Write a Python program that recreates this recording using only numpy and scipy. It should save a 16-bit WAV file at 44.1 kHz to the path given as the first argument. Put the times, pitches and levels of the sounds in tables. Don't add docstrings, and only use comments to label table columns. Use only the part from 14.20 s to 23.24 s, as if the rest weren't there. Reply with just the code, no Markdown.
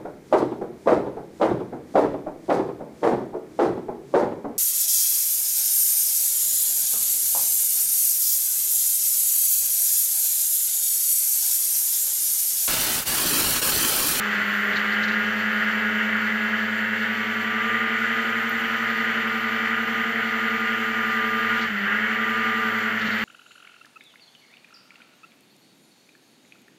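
import sys
import numpy as np
from scipy import signal
from scipy.fft import rfft, irfft
from scipy.io import wavfile
from scipy.ndimage import uniform_filter1d

SR = 44100
rng = np.random.default_rng(int(sys.argv[2]) if len(sys.argv) > 2 else 0)


def digitize_waveform(pressure):
    field = np.atleast_2d(pressure).T
    bounded = np.clip(field, -1, 1)
    quanta = np.round(bounded * 32767).astype(np.int16)
    wavfile.write(sys.argv[1], SR, quanta)


N = 398663
T = np.arange(N) / SR


def undb(db):
    return 10 ** (np.asarray(db) / 20)


def curves(table, at=T):
    points, *columns = np.transpose(table)
    return [np.interp(at, points, column) for column in columns]


def unit(x):
    return x / np.sqrt(np.mean(x ** 2))


def band(x, lo_hz, hi_hz, order=2):
    return signal.sosfilt(signal.butter(order, [lo_hz, hi_hz], "bandpass", fs=SR, output="sos"), x)


def walk(rate_hz):
    hold = int(SR / rate_hz)
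    steps = np.repeat(rng.standard_normal(N // hold + 1), hold)
    return 1.25 * uniform_filter1d(uniform_filter1d(steps, hold), hold)[:N]


def turbulence(shape, flicker_db, rate_hz, count=6):
    hz, db = np.transpose(shape)
    octave = np.log2(np.fft.rfftfreq(N, 1 / SR) + 1)
    colour_db = np.interp(octave, np.log2(hz), db, left=-90, right=-90)
    spectrum = rfft(rng.standard_normal(N)) * undb(colour_db)
    centres = np.linspace(np.log2(hz[0]), np.log2(hz[-1]), count)
    total = np.zeros(N)
    for row in np.eye(count):
        share = np.interp(octave, centres, row)
        total += undb(flicker_db * walk(rate_hz)) * irfft(spectrum * share, N)
    return unit(total)


# mode_hz [Hz], half_width_hz [Hz], lift_db [dB at the mode]
PANELS = [(386, 27, 3.5), (625, 10, 2.5), (1202.4, 9.1, 5.5), (1438, 17, 4), (1720, 110, 0.5),
          (2056, 74, 2)]


def panels_db(hz, step=64):
    coarse_hz = hz[::step]
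    lift = sum(db / (1 + ((coarse_hz - mode_hz) / width_hz) ** 2) for mode_hz, width_hz, db in PANELS)
    return np.repeat(lift, step)[:N]


# crank_hz [turns/s], open [0 shut to 1 open]
VALVE = [(99, .2), (103, .08), (105.9, .1), (106.9, .55), (109.2, .9), (111.5, 1)]
# start_s [s], gain_db [dB]
EXHAUST_DB = [(0, -1), (.4, -3), (.85, 1.5), (2.9, 0.5), (3.6, 0.5), (4.5, -1), (6.6, 1), (7.3, 2.5),
              (7.95, 1), (8.55, 3), (8.82, -2), (9.04, 2)]
THROTTLE_SHUTS_S, THROTTLE_OPENS_S, THROTTLE_MOVE_S = 7.455, 7.64, .03
OVERRUN_DB = -14
SURGE_S = 0.13


def drive(hz):
    valve = curves(VALVE, hz)[0]
    opened = np.clip((T - THROTTLE_OPENS_S) / THROTTLE_MOVE_S, 0, 1)
    shut = np.clip((T - THROTTLE_SHUTS_S) / THROTTLE_MOVE_S, 0, 1) - opened
    surge = opened * np.exp(-((T - THROTTLE_OPENS_S) / SURGE_S) ** 2 / 2)
    return valve, curves(EXHAUST_DB)[0] + OVERRUN_DB * shut, surge


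# crank_hz [turns/s], crank_db [dB rms], firing_db [dB rms], blade_db [dB rms]
HUM = [(95, -59, -43, -32), (97.8, -58, -44, -31.5), (98.7, -56.5, -48, -34.5), (101, -55.5, -43, -32.5),
       (103.3, -52.5, -40.5, -30.5), (104.6, -52.5, -40.5, -31.5), (105.8, -51, -37.5, -34),
       (107, -51, -37, -35), (110.3, -53, -35.3, -36.3), (112.3, -53, -36, -38.5)]
# valve_shut_lead [rad], lead_per_hz [rad per Hz below reference], reference_hz [Hz]
FIRING_SHIFT = (.4, .06, 110.5)
SURGE_BLADE_DB = -3


def hum(hz, angle, blade, valve, surge):
    crank_db, firing_db, blade_db = curves(HUM, hz)
    by_valve, by_speed, reference_hz = FIRING_SHIFT
    lead = by_valve * (1 - valve) + by_speed * (reference_hz - hz)
    crank = undb(crank_db + 1.7 * walk(16)) * np.cos(angle + .1 * walk(20))
    firing = undb(firing_db + .6 * walk(14)) * np.cos(2 * angle + lead)
    blades = undb(blade_db + SURGE_BLADE_DB * surge + .6 * walk(14)) * np.cos(blade)
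    sum_tone = undb(-58.5 + 2.0 * walk(9)) * np.cos(angle + blade)
    return np.sqrt(2) * (crank + firing + blades + sum_tone)


# [dB rms, valve open]
EXHAUST = [(3, -60, -54), (4, -50, -42), (5, -48, -58), (6, -56, -59), (7, -60, -49), (8, -52, -57),
           (9, -51, -49), (10, -58, -59), (11, -55, -35), (12, -42, -44), (13, -50, -41), (14, -40, -45),
           (15, -45, -45), (16, -36, -50), (17, -41, -45), (18, -40, -43), (19, -45, -46), (20, -41, -46),
           (21, -46, -48), (22, -46, -55), (23, -53, -57), (24, -55, -55), (25, -53, -50), (26, -46, -53),
           (27, -53, -59), (28, -54, -53), (29, -52, -60), (30, -53, -64)]
BARK_ORDER, SURGE_DB = 11, 1.8


def exhaust(hz, angle, valve, load_db, surge):
    shake = .018 * walk(30) + .015 * walk(5)
    burns_db = load_db + 1.27 * walk(110)
    out = np.zeros(N)
    for order, shut_db, open_db in EXHAUST:
        size = (1 - valve) * undb(shut_db) + valve * undb(open_db)
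        flicker_db = min(0.14 * order, 2.2) * walk(7)
        bark_db = SURGE_DB * np.sign(order - BARK_ORDER) * surge
        gain = undb(burns_db + flicker_db + panels_db(order * hz) + bark_db)
        phase = order * (angle + shake) + rng.uniform(0, 2 * np.pi)
        out += size * gain * np.sqrt(2) * np.cos(phase)
    return out


def chopped_exhaust(pipe, blade):
    return .9 * band(pipe * np.cos(blade), 1467, 1730)


# order [multiple of blade rate], level_db [dB rms]
BLADE = [(2, -51.5), (3, -53.5), (4, -58.5), (5, -56.5), (10, -47.5)]


def fan(hz, blade):
    out = np.zeros(N)
    for order, db in BLADE:
        gain = undb(db + 3.4 * walk(9) + panels_db(order * hz))
        out += gain * np.sqrt(2) * np.cos(round(order) * blade)
    return out


# start_s [s], level_db [dB, envelope one length after the start], length_s [s]
BUMPS = [(0.5207, -43, 0.022), (0.555, -35, 0.019), (0.586, -48, 0.02), (0.715, -41, 0.022),
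         (0.824, -36.5, 0.022), (0.873, -39, 0.022), (0.914, -43, 0.022), (7.407, -41, 0.026),
         (8.805, -43, 0.022), (8.848, -41, 0.028), (8.905, -41, 0.026)]
THUD_DB = -14


def bumps():
    main = band(rng.standard_normal(N), 3450, 4730, order=4)
    bright = 0.19 * band(rng.standard_normal(N), 4800, 6800, order=4)
    low = .5 * band(rng.standard_normal(N), 1400, 2900, order=3)
    chatter = unit(main + bright + low)
    thud = unit(band(rng.standard_normal(N), 35, 400))
    out = np.zeros(N)
    for start_s, db, length_s in BUMPS:
        u = np.maximum(T - start_s, 0) / max(length_s, .005)
        out += undb(db) * u * np.exp(1 - u ** 2) * (chatter + undb(THUD_DB) * thud)
    return out


# [dB, initial amplitude before the bandpass]
GRIT = [(4.2946, -26)]


def grit():
    out = np.zeros(N)
    for start_s, db in GRIT:
        u = np.maximum(T - start_s, 0)
        out += undb(db) * np.exp(-u / .0012) * np.sin(2 * np.pi * 14600 * u)
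    return band(out, 11000, 17000)


# start_s [s], roar_db [dB], hiss_db [dB], top_hiss_db [dB]
AIR = [(0, -26, -44.5, -53), (.35, -24.5, -44.5, -50.5), (.9, -25.5, -45.5, -54.5),
       (1.2, -27.5, -46.5, -54.5), (1.7, -26, -47, -55), (2.6, -28, -47.5, -55.5), (3.8, -25.5, -47, -55.5),
       (4.38, -25.3, -46, -53), (5.5, -26, -47, -55), (6.7, -26.5, -47, -54.5), (7.1, -26.5, -46.5, -52.5),
       (7.45, -26.5, -45.5, -55), (7.53, -28.5, -50, -58), (8.1, -26, -47, -55.5),
       (8.75, -26.5, -46.5, -53.5), (9.04, -25.5, -44.5, -54)]
# pitch_hz [Hz], density_db [dB per Hz]
ROAR = [(130, -29.5), (300, -20.5), (450, -16.5), (900, -16.5), (1150, -13), (1330, -4), (1440, 1),
        (1560, -4), (1850, -1), (1985, 1.5), (2120, -5.5), (2450, -13), (3050, -10), (3400, -20.5),
        (4200, -40)]
HISS = [(2800, -19), (3500, 3.5), (3900, -4.5), (4400, 0.5), (4800, -4.5), (5300, -11), (5900, -7.5),
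        (6500, -12), (7300, -7), (8050, -20.5), (8350, -18.5), (8900, -50), (9300, -45)]
TOP_HISS = [(8900, -57), (9300, -24), (10500, -13), (11000, -15.5), (12000, -6.5), (12700, -11.5),
            (13450, -4), (14000, -5), (14650, 0), (15250, -7.5)]
ROAR_WANDER_DB, HISS_WANDER_DB = .5, .7


def air(angle, blade):
    roar_db, hiss_db, top_db = curves(AIR)
    roar_db = roar_db + ROAR_WANDER_DB * walk(10)
    pulse = 1 + 0.075 * np.cos(angle) + 0.12 * np.cos(2 * angle) + 0.021 * np.cos(blade)
    rasp_db = 0.55 * walk(200)
    puffs = 1 + 0.042 * np.cos(2 * angle) + .06 * np.cos(blade)
    puffs = puffs * undb(HISS_WANDER_DB * walk(25))
    roar = undb(roar_db + rasp_db) * pulse * turbulence(ROAR, 0.8, 8, count=9)
    hiss = undb(hiss_db) * puffs * turbulence(HISS, 0.98, 12)
    top_hiss = undb(top_db) * puffs * turbulence(TOP_HISS, 1.8, 60, count=8)
    return roar + hiss + top_hiss


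# centre_s [s], level_db [dB at the centre, added to the steady buffet], half_length_s [s to fall to 1/e]
LOW_SWELLS = [(.2, -63, 0.065), (.55, -56, 0.056), (.85, -57, .04), (4.38, -65, 0.14), (7.5, -62, .1),
              (8.87, -53, 0.046), (9.02, -59, .04)]
# pitch_hz [Hz], density_db [dB per Hz]
RUMBLE = [(85, -1), (130, 3), (190, 19), (300, 11.5), (420, -47), (800, -23)]
RUMBLE_DB, RUMBLE_WANDER_DB, BUFFET_DB, BUFFET_WANDER_DB = -54.5, 3, -73, 3
SWELL_RUMBLE_DB = 10


def low_air_and_hull():
    swell = sum(undb(db) * np.exp(-((T - centre_s) / half_s) ** 2) for centre_s, db, half_s in LOW_SWELLS)
    buffet = undb(BUFFET_DB + BUFFET_WANDER_DB * walk(10)) + swell
    rumble = undb(RUMBLE_DB + RUMBLE_WANDER_DB * walk(8.9)) + undb(SWELL_RUMBLE_DB) * swell
    drumming = rumble * turbulence(RUMBLE, 1.3, 10, count=4)
    return drumming + buffet * unit(band(rng.standard_normal(N), 38, 100))


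# start_s [s], crank_hz [turns/s]
SPEED = [(0, 100.3), (.2, 98.8), (.47, 98.6), (.9, 102.2), (1.18, 103.1), (1.36, 102.6), (1.64, 103.6),
         (1.82, 103.15), (2.4, 104.25), (2.72, 104.45), (2.98, 106.9), (3.28, 107.5), (3.65, 110.3),
         (4.05, 112.15), (4.67, 112.2), (5.1, 110.2), (5.75, 111.1), (6.45, 110.2), (6.64, 110.65),
         (7.0, 109.25), (7.43, 110.4), (7.47, 107.6), (7.55, 97.5), (7.6, 95.5), (7.76, 102.7), (7.93, 108),
         (8.17, 109.9), (8.36, 109.6), (8.9, 105.8), (9.04, 105.8)]
BLADES_A_TURN = 21 / 10
BLADE_LEAD = 1.95


def scene():
    hz = curves(SPEED)[0]
    angle = 2 * np.pi * np.cumsum(hz) / SR
    blade = BLADES_A_TURN * angle + BLADE_LEAD
    valve, load_db, surge = drive(hz)
    pipe = exhaust(hz, angle, valve, load_db, surge)
    engine = hum(hz, angle, blade, valve, surge) + pipe + chopped_exhaust(pipe, blade)
    engine = engine + fan(BLADES_A_TURN * hz, blade)
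    return (engine + bumps() + grit() + air(angle, blade) + low_air_and_hull())[None]


TOP_HZ = 15300


def record(dry):
    return signal.sosfilt(signal.ellip(10, .2, 70, TOP_HZ, fs=SR, output="sos"), dry)


dry = scene()
out = record(dry)
digitize_waveform(out)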